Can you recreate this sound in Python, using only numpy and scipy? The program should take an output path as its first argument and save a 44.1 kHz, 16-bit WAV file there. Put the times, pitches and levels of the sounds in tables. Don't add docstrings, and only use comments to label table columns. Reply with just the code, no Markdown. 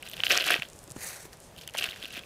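import sys
import numpy as np
from scipy import signal
from scipy.fft import rfft, irfft
from scipy.io import wavfile

SR = 44100
rng = np.random.default_rng(int(sys.argv[2]) if len(sys.argv) > 2 else 0)


def natural_amplitude(level_db):
    exponent = np.asarray(level_db, float) / 20
    return 10 ** exponent


def materialize(psi):
    bounded = np.clip(np.atleast_2d(psi).T, -1, 1)
    quanta = np.round(bounded * 32767).astype(np.int16)
    wavfile.write(sys.argv[1], SR, quanta)


N = 99225
HIT = 4096
HIT_T = np.arange(HIT) / SR


def rms_one(x):
    return x / np.sqrt(np.mean(x ** 2) + 1e-20)


def drift(rate_hz):
    r = np.exp(-2 * np.pi * rate_hz / SR)
    wander = signal.lfilter([1], [1, -2 * r, r * r], rng.standard_normal(N + 9000))
    return rms_one(wander[9000:])


def band(x, order, edge_hz, kind):
    return signal.sosfilt(signal.butter(order, edge_hz, kind, fs=SR, output="sos"), x)


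def smooth_band(x, edge_hz, kind):
    return signal.sosfiltfilt(signal.butter(2, edge_hz, kind, fs=SR, output="sos"), x)


def ring(clicks, hz, t60_s):
    r = natural_amplitude(-60 / (t60_s * SR))
    w = 2 * np.pi * min(hz, 0.45 * SR) / SR
    return signal.lfilter([0, np.sin(w)], [1, -2 * r * np.cos(w), r * r], clicks + 1e-18)


def colour(x, spectrum):
    hz, db = np.transpose(spectrum)
    log_f = np.log(np.fft.rfftfreq(N, 1 / SR) + 1)
    gain = natural_amplitude(np.interp(log_f, np.log(hz), db, left=-70, right=-70))
    return rms_one(irfft(rfft(x) * gain, N))


def grains(per_s, spread_db):
    size = natural_amplitude(spread_db * np.minimum(rng.exponential(1, N), 4))
    sign = rng.choice([-1, 1], N)
    return size * sign * (rng.random(N) < per_s / SR)


def hits(rows, sound):
    out = np.zeros(N + HIT)
    noise = rng.standard_normal((len(rows), HIT))
    for row, own in zip(rows, noise):
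        i = int(row[0] * SR)
        out[i:i + HIT] += natural_amplitude(row[1]) * sound(row, own)
    return out[:N]


def swells(rows, extra_db=0):
    t = np.arange(N) / SR
    power = np.zeros(N)
    for row, extra in zip(rows, np.broadcast_to(extra_db, len(rows))):
        peak, rise, fall, level = row[:4]
        away = np.abs(np.where(t < peak, (t - peak) / rise, (t - peak) / fall))
        power += natural_amplitude(level + extra) ** 2 * np.exp(-4 * away ** 1.5)
    return np.sqrt(power)


def patchy(x, flicker_db, rate_hz):
    octave = np.log2(np.fft.rfftfreq(N, 1 / SR) / 1000 + 1e-6).clip(0, 4)
    spec = rfft(x)
    out = np.zeros(N)
    for k in range(9):
        share = (1 - 2 * abs(octave - k / 2)).clip(0)
        out += natural_amplitude(flicker_db * drift(rate_hz)) * irfft(spec * share, N)
    return rms_one(out)


def filled():
    return natural_amplitude(-2.5 * (np.arange(N) > SR))


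# [f/Hz, level/dB]
GARDEN_TONE = [(15, -38), (25, -4.5), (74, 0.5), (170, 0.5), (276, -6.5), (527, -2), (1360, -13.5),
               (8970, -22.5), (15800, -29.5)]


def garden():
    air = colour(rng.standard_normal(N), GARDEN_TONE)
    low = smooth_band(air, 350, "low")
    return natural_amplitude(-53) * (air - low + low * natural_amplitude(2 * drift(23)))


# [f/Hz, t60/s, level/dB]
POT_MODES = [(400, 0.053, -25.5), (702, 0.015, -5.5), (1290, 0.0057, -7), (1570, 0.017, -4.5),
             (1926, 0.015, -7), (2500, 0.0087, -3), (2716, 0.01, -1.5), (3166, 0.0041, 3.5),
             (4220, 0.002, -1.5), (6000, 0.0028, -21.5)]


def pot(clicks, low_gain=1):
    modes = np.zeros(N)
    for hz, t60_s, db in POT_MODES:
        weight = low_gain if hz < 2100 else 1
        modes += natural_amplitude(db) * ring(clicks * rng.standard_normal(N) * weight, hz, t60_s)
    modes = signal.lfilter(*signal.iirnotch(878, 2.5, fs=SR), modes)
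    return band(modes, 3, 260, "high")


# [peak t/s, rise t/s, fall t/s, crumb level/dB, sand level/dB over it]
SHOWERS = [(.066, 0.063, 0.095, -47.5, -4), (.135, 0.049, 0.016, -51, 3.5), (0.192, 0.059, 0.078, -42, -5),
           (0.248, 0.013, 0.056, -36, 2), (0.31, 0.022, 0.07, -20.5, -7.5), (0.375, .035, 0.026, -20, -14),
           (0.411, 0.049, 0.034, -27, -7.5), (0.481, 0.061, 0.12, -28, -6.5),
           (0.519, 0.07, 0.062, -22, -16), (0.559, 0.025, 0.1, -40.5, -9),
           (0.63, 0.043, 0.068, -44.5, -8.5), (1.582, 0.014, 0.019, -49, 1.5),
           (1.633, 0.054, 0.039, -51, -2.5), (1.751, 0.011, 0.012, -35, -4.5),
           (1.786, 0.016, 0.023, -33.5, -2), (1.827, 0.056, 0.072, -29, -8.5),
           (1.9, 0.024, 0.11, -41.5, -7), (2.05, 0.17, 0.15, -43, -8.5), (2.14, 0.024, 0.023, -42, 0),
           (2.176, 0.054, 0.038, -35.5, -14), (2.24, 0.074, .05, -54.5, -5)]
# [f/Hz, level/dB]
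SAND_TONE = [(3000, 6), (4500, 1), (8000, -6.5), (13000, -7.5), (15800, -10)]


def pour():
    clump_db = np.clip(2.0 * (drift(90) + drift(350)), -10, 4)
    crumbs = rms_one(pot(grains(2500, 2.2) * natural_amplitude(clump_db), filled()))
    gust_db = np.clip(3 * drift(200), -7, 6)
    sand = colour(grains(12000, 3.0) * natural_amplitude(clump_db / 2 + gust_db), SAND_TONE)
    sand_level = swells(SHOWERS, np.array(SHOWERS)[:, 4])
    return natural_amplitude(-5) * swells(SHOWERS) * crumbs + sand_level * patchy(sand, 5.3, 157)


# [t/s, level/dB, f/Hz, sand spray level/dB]
CLODS_FIRST = [(0.0256, -31, 2300, -10), (0.0743, -29.5, 2680, -24), (0.114, -36, 3150, -3.5),
               (0.1335, -24.5, 2900, -28), (0.1671, -30.5, 3000, -11.5), (0.2022, -18, 2960, -47),
               (0.2354, -10, 2940, -34), (0.2664, -12, 2870, -34), (0.3062, -9, 2560, -31),
               (0.3122, -9.5, 2860, -26), (0.3288, -10.5, 2650, -27), (0.3748, -14.5, 2420, -15.5),
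               (0.4402, -17.5, 3180, -17), (0.504, -10, 1590, -24), (0.5196, -15, 2670, -26),
               (0.5277, -16, 2630, -18), (0.5408, -8, 2610, -33), (0.597, -26.5, 2210, -20),
               (0.6207, -18.5, 2690, -24)]
# [t/s, level/dB, f/Hz, sand spray level/dB]
CLODS_SECOND = [(1.33, -38.5, 4730, -12), (1.563, -39, 2800, -12), (1.58, -35.5, 3090, -15),
                (1.586, -38, 2930, -6), (1.634, -40, 2770, -10), (1.668, -44, 2870, -20),
                (1.6121, -35, 3030, -8), (1.676, -28, 3060, -4), (1.6884, -32.5, 2920, -25),
                (1.6964, -37, 2870, -10), (1.7377, -38.5, 2870, -2), (1.762, -31, 2140, -13),
                (1.7716, -25, 2900, -11.5), (1.7847, -18, 2850, -15.5), (1.7924, -23.5, 2850, -24),
                (1.8238, -17, 2960, -29), (1.8406, -13, 2670, -17), (1.8884, -22.5, 2870, -27),
                (1.9609, -33.5, 1680, -21), (2.026, -25, 3150, -20), (2.0374, -29.5, 3570, -21),
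                (2.0454, -27, 3460, -24), (2.0544, -22, 2810, -22), (2.1765, -29, 2500, -14.5),
                (2.1918, -28, 3330, -17), (2.2352, -35.5, 2540, -21)]
# [t/s, level/dB, f/Hz]
MORE_CLODS = [(0.0077, -46, 2980), (0.0298, -29, 2980), (0.064, -32, 3000), (0.085, -38, 3570),
              (0.098, -34, 2900), (0.1398, -31, 3480), (0.1776, -30, 2720), (0.198, -28, 2260),
              (0.2222, -40, 2430), (0.2392, -26, 2800), (0.246, -28, 2650), (0.2625, -26, 3150),
              (0.281, -22.5, 3120), (0.3021, -13, 2440), (0.3236, -18, 2950), (0.3347, -18, 3130),
              (0.3546, -18, 1400), (0.3608, -20, 2520), (0.3659, -16, 2850), (0.3844, -16, 2570),
              (0.4001, -19, 2750), (0.4038, -19.5, 4350), (0.4075, -15.5, 2970), (0.4133, -18, 2980),
              (0.4192, -20, 2760), (0.4245, -21, 2780), (0.467, -17.5, 2750), (0.4718, -18.5, 1630),
              (0.4773, -20, 2780), (0.4808, -18, 2750), (0.4873, -17, 2300), (0.5071, -11.5, 2560),
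              (0.563, -21, 2500), (0.5723, -31, 2330), (0.5759, -33, 2370), (0.6231, -25, 2350),
              (0.631, -28, 3080), (0.651, -35, 3210), (1.729, -50, 1780), (1.7437, -32, 1890),
              (1.7499, -28, 1730), (1.7773, -21.5, 2730), (1.7881, -19, 2640), (1.796, -25, 2700),
              (1.8443, -22, 3080), (1.8572, -27, 3440), (1.8736, -30, 1580), (1.9204, -32, 2900),
              (1.93, -31, 2160), (1.9406, -35, 2900), (2.106, -34, 2830), (2.127, -39, 3000), (2.139, -33, 2640),
              (2.1558, -30, 2510), (2.168, -30.5, 3470), (2.185, -35, 2950)]


def clods():
    t60_s, contact_s, spray_s, trail_s = 0.0065, 0.00012, 0.0015, 0.002
    body_db, trail_db, more_spray_db = -16, -30, -27.5
    soft = np.exp(-((HIT_T - 0.001) / contact_s) ** 2)
    lumps = [(*lump, more_spray_db) for lump in MORE_CLODS]
    rows = np.vstack([CLODS_FIRST, CLODS_SECOND, lumps])

    def knock(row, noise):
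        tone = ring(soft * np.sin(2 * np.pi * row[2] * HIT_T), row[2], t60_s)
        tone = np.diff(tone, prepend=0)
        spray = band(noise * np.exp(-HIT_T / spray_s), 2, [4500, 13000], "band")
        return tone / np.abs(tone).max() + natural_amplitude(row[3] + 5.5) * spray

    def crumble(row, noise):
        body = np.arange(HIT) == 40
        return natural_amplitude(body_db) * body + natural_amplitude(trail_db) * noise * np.exp(-HIT_T / trail_s)

    return hits(rows, knock) + pot(hits(rows, crumble), filled())


# [t/s, level/dB, f/Hz]
TICKS = [(0.0885, -26, 8950), (0.0977, -25, 13300), (0.3755, -5, 5600), (0.5085, -12, 10700),
         (0.5352, -20, 13200), (0.6875, -31.5, 7500), (0.7006, -31.5, 7800), (0.7325, -33, 7260),
         (0.76, -37, 8500), (0.7905, -29.5, 8000), (0.831, -37, 10400), (0.896, -35, 10500),
         (0.84, -29.5, 9700), (0.8776, -33, 7220), (0.9042, -25.5, 7000), (0.9118, -26.5, 8400),
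         (0.9195, -24.5, 8850), (1.3364, -37, 6800), (1.3713, -36.5, 8300), (1.7085, -38, 6980),
         (1.073, -21, 10500), (1.182, -39, 10000), (1.229, -38, 9500), (1.403, -31, 9300),
         (0.4595, -36, 5600)]


def ticks():
    def snap(row, noise):
        tone = ring(1.0 * (HIT_T == 0), row[2], 0.0011)
        scratch = 0.1 * np.diff(noise, prepend=0) * np.exp(-HIT_T / 0.0003)
        x = band(tone + scratch, 3, 0.33 * row[2], "high")
        return x / np.abs(x).max()

    return hits(TICKS, snap)


# [t/s, level/dB, f/Hz]
THUMPS = [(.197, -31.5, 536), (2.04, -38.5, 290), (2.175, -37.5, 288), (.305, -35, 260), (.36, -35, 400),
          (.467, -24, 664), (.558, -18.5, 570), (.59, -34.5, 182), (.75, -40, 400), (.835, -44.5, 149),
          (.881, -40.5, 345), (.91, -38.5, 159), (.9632, -30, 634), (.9625, -29, 310), (.966, -39, 132),
          (1.253, -35.5, 395), (1.749, -23, 674)]


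def thumps():
    cycles, slap_db, slap_hz = 7.44, -13, 1460

    def push(row, noise):
        hz = row[2]
        swell = (1 - np.exp(-HIT_T / 0.0011)) * natural_amplitude(-60 * HIT_T * hz / cycles)
        body = swell * np.sin(2 * np.pi * hz * HIT_T * np.exp(-HIT_T / 0.08))
        slap = band(noise * np.exp(-HIT_T / 0.0043), 2, [hz, slap_hz], "band")
        return 1.35 * body + natural_amplitude(slap_db) * 2 * slap / np.abs(slap).max()

    return hits(THUMPS, push)


# [peak t/s, rise t/s, fall t/s, level/dB]
CLOTH = [
    (.78, 0.16, 0.19, -59),
    (.91, 0.021, 0.032, -56),
    (.963, 0.011, 0.013, -49),
    (1.44, 0.068, 0.08, -56),
]


def cloth():
    rustle = band(grains(5000, 3.0), 2, [5600, 10200], "band")
    return swells(CLOTH) * rms_one(rustle)


# [peak t/s, rise t/s, fall t/s, level/dB]
RAKE = [
    (1.035, 0.073, 0.083, -39),
    (1.08, 0.055, 0.11, -40),
    (1.135, 0.045, 0.11, -43.5),
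    (1.22, 0.09, 0.082, -48),
    (1.254, 0.012, 0.019, -46),
    (1.33, 0.013, 0.029, -50.5),
]
# [f/Hz, level/dB]
RASP_TONE = [(300, -14), (600, -2.5), (1100, -5.5), (1800, -2), (3500, -10), (6500, -4.5), (11000, -5.5),
             (15800, -12.5)]


def rake():
    slips = grains(12000, 2.0) * natural_amplitude(drift(60) + 1.5 * drift(300))
    echo_s, echo_db, grows_per_s = 0.00045, -11, 0.5
    since_peak = (np.arange(N) / SR - RAKE[0][0]).clip(0)
    delay = echo_s * SR * (1 + grows_per_s * since_peak)
    source = (np.arange(N) - delay).astype(int).clip(0)
    slips = slips + natural_amplitude(echo_db) * slips[source]
    rasp = patchy(colour(slips, RASP_TONE), 2, 35)
    level = swells(RAKE)
    top = smooth_band(rasp, 10000, "high")
    return level * (rasp - top + top * np.sqrt(level / level.max()))


def scene():
    return (garden() + pour() + clods() + ticks() + thumps() + cloth() + rake())[None]


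def roll_off(x):
    return signal.sosfilt(signal.butter(12, 16540, fs=SR, output="sos"), x)


def record(dry):
    cut = signal.sosfilt(signal.cheby2(10, 60, 16700, fs=SR, output="sos"), dry)
    return roll_off(cut)


dry = scene()
out = record(dry)
materialize(out)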